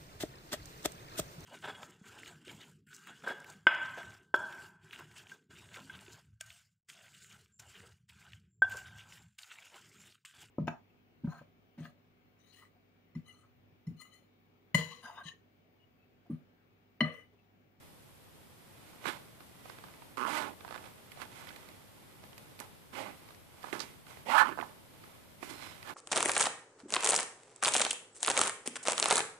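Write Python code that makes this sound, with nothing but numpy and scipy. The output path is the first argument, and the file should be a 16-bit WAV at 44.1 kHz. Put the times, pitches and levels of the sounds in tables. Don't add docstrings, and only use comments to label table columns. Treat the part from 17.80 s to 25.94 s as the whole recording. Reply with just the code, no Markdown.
import sys
import numpy as np
from scipy import signal
from scipy.fft import rfft, irfft, next_fast_len
from scipy.io import wavfile
from scipy.ndimage import uniform_filter1d

SR = 44100
rng = np.random.default_rng(int(sys.argv[2]) if len(sys.argv) > 2 else 0)


def volts(x):
    e = np.asarray(x, float) / 20
    return 10 ** e


def output_pcm(signal):
    pcm = np.clip(np.atleast_2d(signal).T, -1, 1) * 32767
    wavfile.write(sys.argv[1], SR, np.round(pcm).astype(np.int16))


N = 358956

# [f/Hz, density level/dB per Hz]
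PORT_NOISE = [(25, -13), (50, -5), (95, 4.5), (170, 1.5), (300, -6.5), (520, -6), (1000, -10),
              (2150, -15.5), (3450, -16.5), (5200, -21.5), (6400, -25), (8600, -20.5), (12000, -19),
              (14600, -22.5)]
PORT_NOISE_DB = -61
WHINE_HZ, WHINE_DB = 11580, -83
NEAR_DB, LEAK_DB, CUTOFF_HZ = 6.0, -31, 14680

# [f/Hz, width/Hz, level/dB]
THUD = [(231, 117, -4.5), (378, 167, -6)]
RING = [(520, 60, -4), (635, 60, -3), (760, 70, -4), (860, 70, 0), (940, 80, -1), (1050, 110, 0),
        (1200, 150, 0), (1330, 120, 0), (1490, 90, -1), (1750, 65, -1.5)]
RASP = [(1974, 260, -1.5), (2550, 280, -4), (2793, 364, -5), (3373, 750, -7.5), (4260, 980, -11)]
HISS = [(4900, 770, 5.5), (7780, 7500, 1.5), (13000, 10500, -6.5)]
# [f/Hz, width/Hz, level/dB]
PAD = [(245, 204, -4), (356, 197, -3.5)]

# [t/s, ring level/dB]
HOLDING = [(0, -69), (.34, -79), (.63, -76), (1.09, -65), (1.65, -71), (1.9, -61), (2.2, -66), (2.75, -75),
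           (3.3, -65), (3.87, -62), (4.1, -71), (4.78, -66), (5.1, -76), (5.45, -62), (5.67, -79),
           (7.02, -73), (7.3, -63), (7.6, -76)]
HOLD_THUD_DB, HOLD_RASP_DB, HOLD_HISS_DB = -63, -65, -68
HOLD_THUD_FOLLOWS, HOLD_RASP_FOLLOWS, HOLD_HISS_FOLLOWS = .4, .75, .4
GRIP_OCTAVES = 0.78
GRIP_FOCUS_HZ, GRIP_FOCUS_HZ_PER_DB = 880, 18
# [peak t/s, ring level/dB, 20 dB rise/s, 20 dB fall/s, rasp level/dB re ring]
RUBS = [(1.09, -67, .1, .1, 3), (1.285, -36, .06, .09, -1.5), (2.95, -49, .2, .2, -7),
        (3.055, -52, .05, .07, -3), (3.42, -44, .05, .05, -2), (1.9, -60, .08, .1, 2),
        (3.574, -53, .15, .45, -1), (4.815, -51, .012, .08, -4), (5.83, -60, .25, .05, -2),
        (5.9, -58, .1, .05, 3), (5.843, -46, .02, .15, -8), (6.29, -55, .04, .3, -1),
        (6.8, -43, .045, .15, -11), (7.834, -51, .14, .3, 2.5), (8.094, -42, .07, .06, -4)]
RUB_THUD_DB, RUB_HISS_DB, RUB_HISS_FOLLOWS = -8, -55, .75
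# [peak t/s, ring level/dB, 20 dB rise/s, 20 dB fall/s, rasp level/dB re ring]
GRABS = [
    (1.258, -38.5, .011, .07, 0),
    (4.803, -46, .015, .035, -12),
    (5.929, -37.5, .008, .1, -6),
    (6.005, -52, .06, .16, 4),
    (7.632, -49, .025, .13, 1),
    (7.7, -49, .05, .15, 0),
]
GRAB_THUD_DB, GRAB_HISS_DB, GRAB_HISS_FOLLOWS = 1.5, -49, .3

# [t/s, peak level/dB, ring f/Hz]
SLIPS = [(1.24, -45, 657), (1.605, -48.5, 1060), (1.856, -45, 816), (1.898, -42, 1030),
         (1.986, -45.5, 1320), (2.039, -42, 993), (2.084, -49, 920), (2.138, -53, 905),
         (2.221, -47.5, 1180), (2.848, -38, 854), (2.878, -40.5, 896), (2.888, -45, 1270),
         (2.908, -37, 832), (2.925, -38, 890), (2.943, -38, 912), (2.952, -39, 1260), (2.96, -37, 853),
         (2.978, -39, 1410), (3.041, -46, 1250), (3.062, -49, 1250), (3.373, -44, 651), (3.401, -44, 794),
         (3.625, -48, 1250), (3.705, -46.5, 1450), (5.488, -49, 790), (5.506, -49, 1300),
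         (6.267, -48, 1300), (6.371, -46.5, 580)]
SLIP_T60_S, SLIP_CRACK_DB, SLIP_DULLS, SLIP_THUMP_DB = .018, -16, .4, -19
# [t/s, peak level/dB, ring f/Hz, thump level/dB re peak]
KNOCKS = [(1.255, -29, 1150, -6), (2.807, -46.5, 1270, -4), (4.438, -46.5, 785, -4), (5.841, -36, 760, -22),
          (5.928, -28, 1700, 4), (6.775, -35, 807, -14), (6.782, -35, 832, -13), (6.789, -28.5, 780, -17),
          (6.8, -33, 1360, 1), (6.812, -36, 1450, 2), (6.826, -30.5, 860, -30), (7.238, -47.5, 830, -6),
          (7.628, -36.5, 1200, 2.5), (7.702, -51, 1530, -1)]
KNOCK_T60_S, KNOCK_CRACK_DB, KNOCK_DULLS = .017, -17, 1.3
# [t/s, peak level/dB, ring f/Hz, T60/s, crack level/dB re peak]
TAB = [(3.318, -44, 2540, .029, -3.5), (3.417, -37, 1220, .026, -8), (3.671, -40.5, 1850, .017, -7),
       (3.689, -42.5, 2040, .028, -5), (3.761, -46.5, 1810, .032, -2), (3.888, -47, 1210, .014, -3),
       (4.531, -52, 3300, .014, -8), (4.579, -46, 1600, .02, 1.5), (4.791, -45, 1300, .015, -2),
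       (4.801, -38.5, 560, .011, 5), (5.547, -53, 4000, .02, -10), (5.83, -43, 2000, .02, -6),
       (5.994, -36, 4600, .014, -20), (6.003, -27, 4650, .03, -23), (6.014, -39, 4700, .1, -23),
       (7.701, -45, 5200, .04, -25), (8.028, -42, 1480, .013, -5)]
TAB_THUMP_DB = -20

# [t/s, ring level/dB, teeth rate/(1/s), ring focus f/Hz, scrape level/dB re ring]
STROKE_1 = [
    (2.366, -36, 128, 1130, -6.5),
    (2.438, -31.5, 125, 1200, -14),
    (2.458, -34, 177, 1190, -15),
    (2.48, -31, 235, 930, -10.5),
    (2.51, -39, 296, 1130, -5),
    (2.575, -33.5, 312, 1020, -7.5),
    (2.63, -38.5, 286, 1070, -8),
    (2.69, -45.5, 293, 900, -10),
    (2.73, -58, 264, 800, -7),
]
# [t/s, ring level/dB, teeth rate/(1/s), ring focus f/Hz, scrape level/dB re ring]
STROKE_2 = [
    (5.116, -70, 247, 1020, -10),
    (5.13, -52, 249, 1050, -4.5),
    (5.165, -44.5, 265, 1000, -5.5),
    (5.2, -41, 280, 560, -8),
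    (5.22, -45.5, 253, 673, -4.5),
    (5.252, -47.5, 198, 820, -6),
    (5.294, -51, 195, 858, -3.5),
    (5.34, -62, 160, 817, -2),
]
# [t/s, ring level/dB, teeth rate/(1/s), ring focus f/Hz, scrape level/dB re ring]
STROKE_3 = [
    (6.447, -56, 194, 670, -3),
    (6.49, -31.5, 220, 700, -9.5),
    (6.52, -25.5, 254, 980, -11.5),
    (6.558, -21.5, 316, 1080, -18.5),
    (6.588, -23.5, 430, 1420, -15),
    (6.615, -25, 437, 1240, -20.5),
    (6.645, -33.5, 300, 1401, -19),
    (6.685, -34.5, 116, 975, -8),
    (6.752, -53, 190, 1600, -11),
]
SCRAPE_PER_DB = .015
THUD_FOLLOWS = .7
HISS_PER_OCTAVE_DB, UPPER_RASP_PER_OCTAVE_DB = 3, 3

# [t/s, lower f/Hz, lower level/dB, upper level/dB]
SLIDE = [
    (7.692, 4250, -74, -74),
    (7.703, 4250, -61, -55),
    (7.722, 4200, -65, -67),
    (7.83, 4130, -59, -68),
    (7.9, 3950, -65, -68),
    (7.96, 3880, -72, -72),
]
SLIDE_UPPER_HZ, SLIDE_WIDTH_HZ = 5180, 100


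def rms_one(x):
    return x / np.sqrt(np.mean(x ** 2) + 1e-20)


def in_time(rows):
    s, *columns = np.transpose(rows)
    t = np.arange(N) / SR
    gate = np.interp(t, [s[0] - .006, s[0], s[-1], s[-1] + .006], [0, 1, 1, 0])
    return [np.interp(t, s, c) for c in columns] + [gate]


def band(x, low_hz, high_hz):
    return signal.sosfilt(signal.butter(3, [low_hz, high_hz], "band", fs=SR, output="sos"), x)


def resonate(x, modes):
    out, power = 0, 0
    for k, (hz, width_hz, db) in enumerate(modes):
        r = np.exp(-np.pi * width_hz / SR)
        gain = (1 - r * r) / 2
        poles = [1, -2 * r * np.cos(2 * np.pi * hz / SR), r * r]
        mode = signal.lfilter(np.array([1, 0, -1]) * gain, poles, x + 1e-18)
        out = out + (-1) ** k * volts(db) * mode
        power += volts(db) ** 2 * gain
    return out / np.sqrt(power)


def floor():
    size = next_fast_len(N)
    hz = np.maximum(np.fft.rfftfreq(size, 1 / SR), 1)
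    table_hz, table_db = np.transpose(PORT_NOISE)
    shape = volts(np.interp(np.log(hz), np.log(table_hz), table_db))
    spectrum = rfft(rng.standard_normal((2, size))) * shape
    noise = rms_one(irfft(spectrum, size)[:, :N])
    whine = volts(WHINE_DB) * resonate(rng.standard_normal(N), [(WHINE_HZ, 40, 0)])
    return volts(PORT_NOISE_DB + 3) * noise + whine * [[1], [0]]


def opening(x, shut_db, range_db, fall_db_s):
    level = 10 * np.log10(uniform_filter1d(x ** 2, size=441) + 1e-12)
    sink = fall_db_s * np.arange(N) / SR
    held = np.maximum.accumulate(np.minimum(level, shut_db + range_db) + sink) - sink
    return uniform_filter1d(np.clip((held - shut_db) / range_db, 0, 1), size=882)


def case(knock, scrape, thud_modes, octaves, ring_db, thud_db, rasp_db, hiss_db, focus_hz, upper_db=0):
    distance = np.log2(np.array(RING)[:, :1]) - np.log2(focus_hz)
    share = np.exp(-.5 * (distance / octaves) ** 2)
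    share += .1
    share *= volts(ring_db) / np.sqrt(np.sum(share ** 2, axis=0))
    ring = 0
    for k, (hz, width_hz, db) in enumerate(RING):
        ring = ring + (-1) ** k * volts(db) * resonate(knock * share[k], [(hz, width_hz, 0)])
    thud = band(resonate(knock * volts(thud_db), thud_modes), 148, 572)
    lower = resonate(scrape * volts(rasp_db), RASP[:3])
    upper = resonate(scrape * volts(rasp_db + upper_db), RASP[3:])
    rasp = band(.81 * lower - .58 * upper, 1860, 4400)
    hiss = band(resonate(scrape * volts(hiss_db), HISS), 5660, 19000)
    return band(ring, 356, 2210) + thud + rasp + hiss


def grains(per_s, spread_db):
    sizes = volts(spread_db * np.minimum(rng.exponential(1, N), 4)) * rng.choice([-1, 1], N)
    return rms_one(sizes * (rng.random(N) < per_s / SR))


def hand_levels():
    t = np.arange(0, N + 32, 32) / SR
    hold = np.interp(t, *np.transpose(HOLDING)) + 65
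    grip_db = np.array([hold - 65,
                        HOLD_THUD_DB + HOLD_THUD_FOLLOWS * hold,
                        HOLD_RASP_DB + HOLD_RASP_FOLLOWS * hold,
                        HOLD_HISS_DB + HOLD_HISS_FOLLOWS * hold])
    power = volts(2 * grip_db)
    moves = []
    for row in RUBS:
        moves.append((row, RUB_THUD_DB, RUB_HISS_DB + RUB_HISS_FOLLOWS * (row[1] + row[4] + 50)))
    for row in GRABS:
        moves.append((row, GRAB_THUD_DB + row[4] / 2, GRAB_HISS_DB + GRAB_HISS_FOLLOWS * (row[1] + 45)))
    for (s, db, rise_s, fall_s, bright_db), thud_db, hiss_db in moves:
        shape_db = -20 * np.maximum((s - t) / rise_s, (t - s) / fall_s)
        peaks_db = np.array([[db], [db + thud_db], [db + bright_db], [hiss_db]])
        power = power + volts(2 * (shape_db + peaks_db))
    levels = 10 * np.log10(power)
    focus_hz = GRIP_FOCUS_HZ + GRIP_FOCUS_HZ_PER_DB * (levels[2] + 65)
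    return in_time(np.transpose([t, *levels, focus_hz]))[:-1]


def handling():
    free = 1 - sum(in_time(table)[-1] for table in (STROKE_1, STROKE_2, STROKE_3))
    friction = free * rng.standard_normal(N)
    creak = free * grains(per_s=700, spread_db=4.0)
    low, bright = 0.74 * friction + 0.95 * creak, 0.88 * friction + 0.5 * creak
    return case(low, bright, PAD, GRIP_OCTAVES, *hand_levels())


def contacts():
    blows = []
    for s, db, hz in SLIPS:
        blows.append((s, db, hz, SLIP_T60_S, SLIP_CRACK_DB - SLIP_DULLS * (db + 45), SLIP_THUMP_DB))
    for s, db, hz, thump_db in KNOCKS:
        blows.append((s, db, hz, KNOCK_T60_S, KNOCK_CRACK_DB - KNOCK_DULLS * (db + 45), thump_db))
    return blows + [(*row, TAB_THUMP_DB) for row in TAB]


def ticks():
    out, t = np.zeros(N + 3000), np.arange(3000) / SR
    for s, db, hz, t60, crack_db, thump_db in contacts():
        rattle = rng.standard_normal(3000) * volts(-60 * t / np.clip(t60, .003, .1))
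        blow = 0.38 * rattle + 1.67 * (t == 0)
        body = .4 * resonate(blow, RING) + .6 * resonate(blow, [(hz, .5 * hz, 0)])
        body = band(body, 246, 2 * hz) + volts(crack_db + 8) * resonate(blow, RASP)
        treble = np.clip(volts(crack_db), .2, .9) * band(rattle, 5500, 16000)
        crack = volts(crack_db - 3) * (band(rattle, 2500, 5500) + treble)
        swell = volts(-60 * t / 0.021) * (1 - np.exp(-t / 0.0026))
        thump = volts(thump_db) * np.sin(2 * np.pi * 345 * t) * swell
        at = round(s * SR)
        out[at:at + 3000] += volts(db + 3.0) * (body / np.abs(body).max() + crack + thump)
    return out[:N]


def stroke(table, jitter, uneven_db, burr_s, thud_db, thud_per_octave_db, hiss_db, scrape, octaves, widen,
           upper_db):
    ring_db, per_s, focus_hz, loose_db, gate = in_time(table)
    speed = np.log2(per_s / 200)
    force_db = ring_db + 40
    scrape = np.clip(scrape - SCRAPE_PER_DB * force_db, .05, .9)
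    octaves = np.clip(octaves + widen * speed, .15, 1)
    thud_db = thud_db + THUD_FOLLOWS * np.minimum(force_db, 0) + thud_per_octave_db * speed
    chance = rng.standard_normal((400, 2))
    teeth_passed = np.cumsum(per_s * gate) / SR
    at = np.searchsorted(teeth_passed, np.arange(2, 402) / 2 + jitter * chance[:, 0])
    knocks = np.zeros(N + 1)
    knocks[at] = volts(uneven_db * chance[:, 1])
    facing = at[1::2]
    knocks[facing] *= np.clip(np.append(per_s, 0)[facing] / 170 - 2, 0, 1)
    knocks = knocks[:N] * np.sqrt(SR / per_s)
    fade = np.exp(-1 / (burr_s * SR))
    burr = signal.lfilter([np.sqrt(1 - fade ** 2)], [1, -fade], knocks) * rng.standard_normal(N)
    low = np.sqrt(1 - scrape) * knocks + np.sqrt(scrape) * burr
    bright = .4 * (1 - scrape) * knocks + .9 * burr
    rasp_db = ring_db + loose_db
    hiss_db = rasp_db + hiss_db + HISS_PER_OCTAVE_DB * speed
    upper_db = upper_db + UPPER_RASP_PER_OCTAVE_DB * speed
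    return case(low, bright, THUD, octaves, ring_db, thud_db, rasp_db, hiss_db, focus_hz, upper_db)


def slide():
    lower_hz, lower_db, upper_db, gate = in_time(SLIDE)
    slow = signal.butter(2, SLIDE_WIDTH_HZ, fs=SR, output="sos")
    wobble = rms_one(signal.sosfilt(slow, rng.standard_normal((2, N))))
    turns = np.array([np.cumsum(lower_hz), np.arange(N) * SLIDE_UPPER_HZ]) / SR
    whistles = volts(np.array([lower_db, upper_db]) + 3) * wobble * np.sin(2 * np.pi * turns)
    return gate * np.sum(whistles, axis=0)


def scene():
    zip_pull = stroke(STROKE_1, jitter=.04, uneven_db=2.0, burr_s=.004, thud_db=-46.5,
                      thud_per_octave_db=-2.5, hiss_db=-8.5, scrape=.35, octaves=.4, widen=.25, upper_db=-3)
    zip_pull += stroke(STROKE_2, jitter=0.034, uneven_db=-1.5, burr_s=0.0082, thud_db=-49,
                       thud_per_octave_db=-4, hiss_db=-10, scrape=.35, octaves=.7, widen=-.1, upper_db=-3)
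    zip_pull += stroke(STROKE_3, jitter=0.04, uneven_db=3.5, burr_s=0.0066, thud_db=-48.5,
                       thud_per_octave_db=-4.5, hiss_db=-13, scrape=.38, octaves=.43, widen=.04, upper_db=-4.5)
    near = volts(NEAR_DB) * (zip_pull + handling() + slide() + ticks())
    leak = volts(LEAK_DB) * band(np.concatenate([np.zeros(5), near[:-5]]), 130, 1400)
    opened = opening(near, shut_db=-67, range_db=21, fall_db_s=88)
    noise = floor()
    rumble = signal.sosfiltfilt(signal.butter(2, 140, fs=SR, output="sos"), noise)
    swollen = volts(opened * [[6.5], [2.5]]) * (noise - rumble) + volts(opened * [[3.5], [-5.0]]) * rumble
    return np.array([leak, near]) + swollen


def band_limit(x):
    return signal.sosfilt(signal.butter(12, 15660, fs=SR, output="sos"), x)


def record(dry):
    steep = signal.ellip(12, .5, 60, CUTOFF_HZ, fs=SR, output="sos")
    mix = signal.sosfilt(steep, dry)
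    return band_limit(mix)


dry = scene()
out = record(dry)
output_pcm(out)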